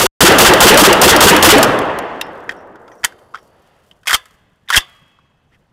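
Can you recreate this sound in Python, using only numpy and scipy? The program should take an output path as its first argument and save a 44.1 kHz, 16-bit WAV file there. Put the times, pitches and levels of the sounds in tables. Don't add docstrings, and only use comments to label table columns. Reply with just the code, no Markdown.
import sys
import numpy as np
from scipy import signal
from scipy.fft import rfft, irfft
from scipy.io import wavfile
from scipy.ndimage import uniform_filter1d

SR = 44100
rng = np.random.default_rng(int(sys.argv[2]) if len(sys.argv) > 2 else 0)


def unload_audio(sound):
    columns = np.transpose(np.atleast_2d(sound))
    steps = np.round(np.clip(columns, -1, 1) * 32767)
    wavfile.write(sys.argv[1], SR, steps.astype(np.int16))


def ratio(d):
    e = np.asarray(d, float) / 20
    return 10 ** e


N = 252648


def evened(x):
    return x / np.sqrt(np.mean(x ** 2) + 1e-20)


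def read(f, value, hz):
    return np.interp(np.log(hz + 1), np.log(np.asarray(f) + 1), value)


def add(mix, s, sound):
    at = round(s * SR)
    part = mix[max(at, 0):][:len(sound) + min(at, 0)]
    part += sound[max(-at, 0):][:len(part)]


def resonate(x, hz, width):
    return signal.lfilter(*signal.iirpeak(hz, hz / width, SR), x)


def noise(size, hz, octaves):
    f = np.fft.rfftfreq(size, 1 / SR) + 1
    bell = np.exp(-(np.log2(f / hz) / octaves) ** 2 / 2)
    colour = bell * np.sqrt(hz / f)
    return evened(irfft(rfft(rng.standard_normal(size)) * colour, size))


def strike(size, rise, t60):
    t = np.arange(size) / SR
    return (1 - np.exp(-t / abs(rise))) * ratio(-60 * t / abs(t60))


def ring(modes, size):
    t = np.arange(size) / SR
    return sum(ratio(db - 60 * t / t60) * np.sin(2 * np.pi * (hz * t + rng.random())) for hz, db, t60 in modes)


def field(power):
    a, b = rng.standard_normal((*power.T.shape, 2)).T
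    return signal.istft((a + 1j * b) * np.sqrt(power), nperseg=512, noverlap=384)[1][:N]


# t/s, blast level/dB
SHOTS = [(-.007, -3.5), (0.1868, -4), (0.3843, -5), (0.6041, -3), (0.7725, -6), (1.0144, -6.5),
         (1.2055, -5.5), (1.4253, -4)]
# delay t/s, level/dB, t60/s, centre f/Hz, width/octaves
CYCLE = [(0, 13.5, 0.065, 5000, 2.6), (.004, 11, 0.13, 1000, 1.12), (.018, 9.5, 0.19, 4000, 3.1),
         (.025, 5.5, 0.066, 7035, 3.9), (.062, 9, .1, 1352, 0.78), (0.063, 5, .08, 4500, 1.4),
         (.075, 11, .1, 3500, 1.9), (.088, 6, 0.064, 4413, 1.6), (0.021, -6.5, 0.36, 69.9, 1.4)]
# f/Hz, level/dB, t60/s
BOLT = [(2715, -11, 0.27), (3490, -3.5, 0.051), (4650, -13, 0.23), (6610, -17, 0.17), (7900, -10.5, 0.07)]
# delay t/s, level/dB, f/Hz, t60/s
BOOMS = [(.041, 13, 480, .08), (.051, 13, 350, .08), (.044, 5, 200, .1), (.101, 14, 410, .07),
         (.121, 13, 400, .07), (.105, 5, 200, .12), (.131, 10, 310, .09), (.155, 8, 590, .09),
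         (.09, -4, 60, .12), (.03, -6, 75, .12)]


def rifle():
    out = np.zeros(N)
    for s, shot_db in SHOTS:
        for delay, db, t60, hz, octaves in CYCLE:
            rise = min(5.5 / hz, 0.012)
            add(out, s + delay, ratio(shot_db + db) * noise(16384, hz, octaves) * strike(16384, rise, t60))
        for delay, db in ((.025, 2.5), (.065, 1.5)):
            add(out, s + delay, ratio(shot_db + db) * ring(BOLT, size=8192))
        for delay, db, hz, t60 in BOOMS:
            a, b, c = rng.standard_normal(3)
            delay, db, hz = delay + .004 * a, db + 2.5 * b, hz * (1 + .08 * c)
            boom = ring([(hz, db, t60)], size=8192) * strike(8192, .005, 9.0)
            add(out, s + delay, ratio(shot_db - 2.5) * boom)
    return out


# delay t/s, level/dB, first f/Hz, last f/Hz, length/s
WHISTLE = [(.002, 2, 860, 1250, .04), (.066, -1, 1250, 1650, .035), (.115, 1, 950, 760, .035),
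           (.135, -3, 430, 620, .035)]


def whistles():
    out = np.zeros(N)
    for s, shot_db in SHOTS:
        for delay, db, first_hz, last_hz, length in WHISTLE:
            hz = np.linspace(first_hz, last_hz, round(length * SR)) * rng.uniform(.92, 1.08)
            hz *= 1 + .09 * evened(uniform_filter1d(rng.standard_normal(len(hz)), 120))
            tone = np.sin(2 * np.pi * (np.cumsum(hz) / SR + rng.random()))
            add(out, s + delay, ratio(shot_db + db) * tone * signal.windows.tukey(len(hz), .5))
    return out


# t/s, peak level/dB, ring f/Hz
CASES = [(0.3193, 5, 5350), (0.5354, 7, 5060), (0.7424, 5.5, 4600), (0.9277, 8.5, 4750),
         (1.1625, 7.5, 5340), (1.364, 4.5, 5380), (1.5816, 6, 7790), (1.6286, 12, 7300),
         (1.6436, -2.5, 5350), (1.7882, -11.5, 5320), (1.816, -26, 4730), (1.853, -32.5, 4550),
         (1.9873, -13, 6970), (2.024, -38.5, 4520), (2.0534, -43.5, 4640), (2.2122, -10, 5370),
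         (2.2674, -40, 4500), (2.3324, -42, 6870), (2.3544, -41.5, 5260), (2.404, -39, 5600),
         (2.5224, -38, 7330)]


def cases():
    out = np.zeros(N)
    for s, db, hz in CASES:
        t60 = .045 + .0005 * db
        tick = noise(4096, 6500, 1.8) * strike(4096, 0.00081, 0.49 * t60)
        add(out, s, ratio(db - 4) * (tick + ring([(hz, -17, t60)], size=4096)))
    return out


# t/s, peak level/dB, main ring f/Hz, treble level/dB
TAPS = [(2.2122, -14, 2746, -11), (2.2125, -14, 3700, -17), (2.492, -6.5, 1644, -27.5),
        (2.51, -27, 1690, -11.5), (2.519, -29, 1500, -10.5), (2.565, -45, 1080, -24),
        (2.756, -36, 1500, -15), (2.879, -27.5, 1367, -32), (2.916, -37.5, 1800, -17),
        (3.033, -18.5, 1787, -21.5), (3.0399, -1.5, 1447, -18), (3.046, -6.5, 1703, 10),
        (3.122, -37, 1560, -17), (3.188, -42, 980, -14), (3.339, -26.5, 1123, -36),
        (3.345, -17.5, 1300, -32), (3.354, -18.5, 1400, -28), (3.372, -33.5, 1900, -15),
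        (3.385, -35, 1300, -18), (3.912, -38, 3000, -11.5), (4.032, -40.5, 1560, -11),
        (4.256, -41, 1310, 3.5), (4.308, -46.5, 1152, -0.5), (5.188, -40.5, 1150, -37),
        (5.544, -48, 2557, -25)]
# t/s, peak level/dB, main ring f/Hz, treble level/dB
RATTLES = [(4.057, -28, 1256, -15), (4.071, -9, 2160, -6), (4.077, -5, 2190, -3), (4.082, -6, 2100, -4),
           (4.094, -8, 1484, -2.5), (4.1, -12, 1300, -6), (4.1075, -6, 1700, -2.5),
           (4.114, -5.5, 1390, -16), (4.13, -1, 1530, -3), (4.136, -6, 3100, -2), (4.1436, 2.5, 1300, 1),
           (4.677, -34.5, 2030, -39), (4.686, -17.5, 3490, -22.5), (4.693, -20.5, 1600, -22),
           (4.702, -4.5, 1412, -6), (4.709, -13, 1300, -12), (4.716, -17, 1500, -14),
           (4.726, -7, 1740, -15.5), (4.731, -8, 1750, -9), (4.737, -8, 3600, -7),
           (4.744, 3.5, 1653, -16.5), (4.757, -7, 1713, -4.5), (4.765, 3, 3200, -1.5),
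           (4.769, 2, 2100, -3.5), (4.775, 4, 2716, 3), (4.805, -17, 3482, -18.5)]
# f/Hz, width/Hz, level/dB
RECEIVER = [(1205, 290, -1.5), (1818, 400, 4), (2020, 94, -14.5), (2740, 116, -7), (3121, 220, 3),
            (4600, 640, -5.5)]
# f/Hz, level/dB, t60/s
RINGS = [(2100, -17.5, .2), (3500, 5.5, 0.16), (4630, -7, .16), (5070, -3.5, .09), (7420, -13, .12)]
# t/s, level/dB
RING_HITS = [
    (3.046, -46),
    (4.148, -33),
    (4.779, -26.5),
]
SINGING = 4.78, [(2164, -62, 1.2), (2606, -56, 2.0), (3187, -62, 1.0), (3289, -43, 1.05)]


def knocks():
    out = np.zeros(N)
    t60 = .037
    clean = .55
    for s, db, hz, treble_db in TAPS + RATTLES:
        share_db = 1.5 + .4 * treble_db
        drive = rng.standard_normal(4096)
        main = evened(resonate(resonate(drive, hz, 450), hz, 450))
        tone = np.sin(2 * np.pi * hz * np.arange(4096) / SR)
        main = evened((1 - clean / 2) * main + clean * tone)
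        steel = evened(sum(ratio(g) * resonate(resonate(drive, f, 1.2 * w), f, 4.2 * w) for f, w, g in RECEIVER))
        body = (main + ratio(share_db) * steel) * strike(4096, 0.00038, t60)
        crack_shape = strike(4096, .0003, .6 * t60) + ratio(-26) * strike(4096, .003, .09)
        crack = noise(4096, 8000, .8) * crack_shape
        add(out, s, ratio(db - 4) * (body + ratio(treble_db) * crack))
    scatter = noise(32768, 1600, 1.7)
    scatter = scatter * (strike(32768, 0.0018, 0.15) + ratio(-24.5) * strike(32768, .03, 1.34))
    rough = .6 * out + 1.07 * abs(out) * noise(N, 2200, 1.2)
    out = out + ratio(-58) * signal.fftconvolve(rough, scatter)[:N]
    for s, db in RING_HITS:
        add(out, s, ratio(db) * ring(RINGS, size=16384))
    start, tones = SINGING
    add(out, start, ring(tones, size=SR) * strike(SR, .16, 99.))
    return out


# start t/s, seated t/s, level/dB
SLIDES = [
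    (4.06, 4.151, -13),
    (4.69, 4.772, -10.5),
]
# t/s after seating, level/dB
SLIDE_STOP = [(.02, -27), (.07, -59)]


def slides():
    t = np.arange(N) / SR
    after, stop_db = np.transpose(SLIDE_STOP)
    level = 0
    for s, seat, db in SLIDES:
        swell_db = np.interp(t, [s, seat, *(seat + after)], [-29, 0, *stop_db], -150, -150)
        level = level + ratio(db + swell_db)
    grit = ratio(5.0 * evened(uniform_filter1d(rng.standard_normal(N), 60)))
    return level * evened(grit * noise(N, 5000, 1.22))


# t/s, level/dB, width/s, pull (-1) or push (1)
THUDS = [(3.04, -33, .0016, -1), (3.0505, -30, .003, 1), (4.146, -21.5, .003, 1), (4.7742, -16, .002, -1),
         (4.7805, -12.5, .0042, 1)]


def thuds():
    t = np.arange(N) / SR
    return sum(way * ratio(db) * np.exp(-((t - s) / width) ** 2) for s, db, width, way in THUDS)


# t/s, level/dB, f/Hz, t60/s
JINGLES = [(2.216, -45, 5250, .2), (2.566, -59, 5600, .25), (2.918, -53, 5900, .12), (2.98, -56, 5700, .1),
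           (2.92, -49, 2300, .1), (3.38, -62, 5600, .25), (4.2, -67, 10800, .3), (3.07, -71, 4600, 4.0),
           (3.06, -74, 11000, 5.0)]


def jingles():
    out = np.zeros(N)
    for s, db, hz, t60 in JINGLES:
        add(out, s, ratio(db) * noise(32768, hz, 0.07) * strike(32768, 0.0032, t60))
    return out


CREAK = 5.5, .085, -53, 1380, 2100


def creak():
    s, length, db, low_hz, top_hz = CREAK
    arch = np.sin(np.pi * np.clip((np.arange(N) / SR - s) / length, 0, 1))
    fuzz = evened(1.1 + resonate(rng.standard_normal(N), 150, 300) * 9)
    hz = low_hz + (top_hz - low_hz) * arch ** 2
    return ratio(db) * arch ** 2 * fuzz * np.sin(2 * np.pi * np.cumsum(hz) / SR)


# t/s, level/dB
MOVES = [(2.2, -67.5), (2.33, -69), (2.52, -67), (3.04, -59), (2.92, -71), (3.4, -65.5), (3.65, -72),
         (3.89, -66.5), (4.23, -61.5), (4.86, -58.5), (5.6, -80)]


def rustle():
    chance = rng.random(N) < 500 / SR
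    size = ratio(2 * 3.5 * np.minimum(rng.exponential(1, N), 5)) * chance
    grains = np.sqrt(.02 + abs(signal.oaconvolve(size, strike(1024, .0004, .02))[:N]))
    t = np.arange(N) / SR
    level = ratio(-91)
    for s, db in MOVES:
        level = level + ratio(db + np.minimum(110 * (t - s), 80 * (s - t)))
    return level * evened(grains * noise(N, 8600, 1.0))


SLEEVE = 3.7, 0.25, -58.5


def sleeve():
    s, width, db = SLEEVE
    return ratio(db) * np.exp(-((np.arange(N) / SR - s) / width) ** 2) * noise(N, 1400, 1.1)


# f/Hz, early level/dB per Hz, early t60/s, late level/dB per Hz, late t60/s
ECHO = [(30, -42, .45, -59, 4.2), (120, -34, 0.85, -49, 2.2), (486, -31, 1.44, -44.5, 3.42),
        (1000, -36, 1.71, -52, 3.48), (1800, -30.5, 0.47, -44.5, 2.11), (3000, -37.5, 0.48, -49.5, 1.46),
        (5000, -50.5, 0.6, -71, 1.8), (16000, -60, 0.45, -87.5, 1.1)]
# f/Hz, level/dB per Hz
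AIR = [(15, -38), (25, 0.5), (127, 4.5), (300, -8.5), (600, -8.5), (2000, -18), (4030, -27.5),
       (16000, -47.5)]


def outdoors():
    hz, t = np.fft.rfftfreq(512, 1 / SR), np.arange(N // 128 + 5) * 128 / SR
    f, *curves = np.transpose(ECHO)
    early_db, early, late_db, late = (read(f, c, hz)[:, None] for c in curves)
    echo = 0
    for s, db in SHOTS[1:]:
        age = np.maximum(t - s - .1, 0)
        decay = ratio(early_db - 60 * age / early) ** 2 + ratio(late_db - 60 * age / late) ** 2
        echo = echo + ratio(2 * db) * decay * (1 - np.exp(-age / 0.005)) ** 2
    patches = rng.standard_normal((len(t), len(hz))).T
    patches = evened(uniform_filter1d(uniform_filter1d(patches, 8, 0), 9, 1))
    roar = field(echo * ratio(2 * (22 + 1.1 * patches)))
    air_db = read(*np.transpose(AIR), hz)[:, None] + 2.1 * patches[::-1]
    air = evened(field(ratio(2 * air_db)))
    return roar + ratio(-58.5) * air


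def scene():
    handling = knocks() + slides() + jingles() + creak() + rustle() + sleeve()
    return (rifle() + whistles() + outdoors() + cases() + handling)[None]


# f/Hz, width/Hz, level/dB
PORT = [(2300, 450, -5.5), (3064, 800, 3), (4000, 440, -3.5)]
# start t/s, end t/s
GAP = (.0685, .2062)


def microphone(dry):
    ceiling = ratio(-2.9)
    drive = dry / ceiling
    for hz, width, db in PORT:
        drive = drive + (ratio(db) - 1) * resonate(drive, hz, width)
    flat = ceiling * drive / (1 + abs(drive) ** 4) ** (1 / 4) + thuds()
    t = np.arange(N) / SR
    start, end = GAP
    flat = flat * np.interp(t, [start - .0012, start, end, end], [ratio(-4.6), 0, 0, 1])
    flat = signal.lfilter(*signal.butter(1, 28, "high", fs=SR), flat)
    flat = flat - 0.11 * resonate(flat, 15000, 7000)
    lowpass = signal.firwin(127, 15600, window=("kaiser", 8), fs=SR)
    return signal.oaconvolve(flat, lowpass[None], "same")


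def top_cut(x):
    return signal.sosfilt(signal.butter(12, 16460, fs=SR, output="sos"), x)


def record(dry):
    mix = microphone(dry)
    return top_cut(mix)


dry = scene()
out = record(dry)
unload_audio(out)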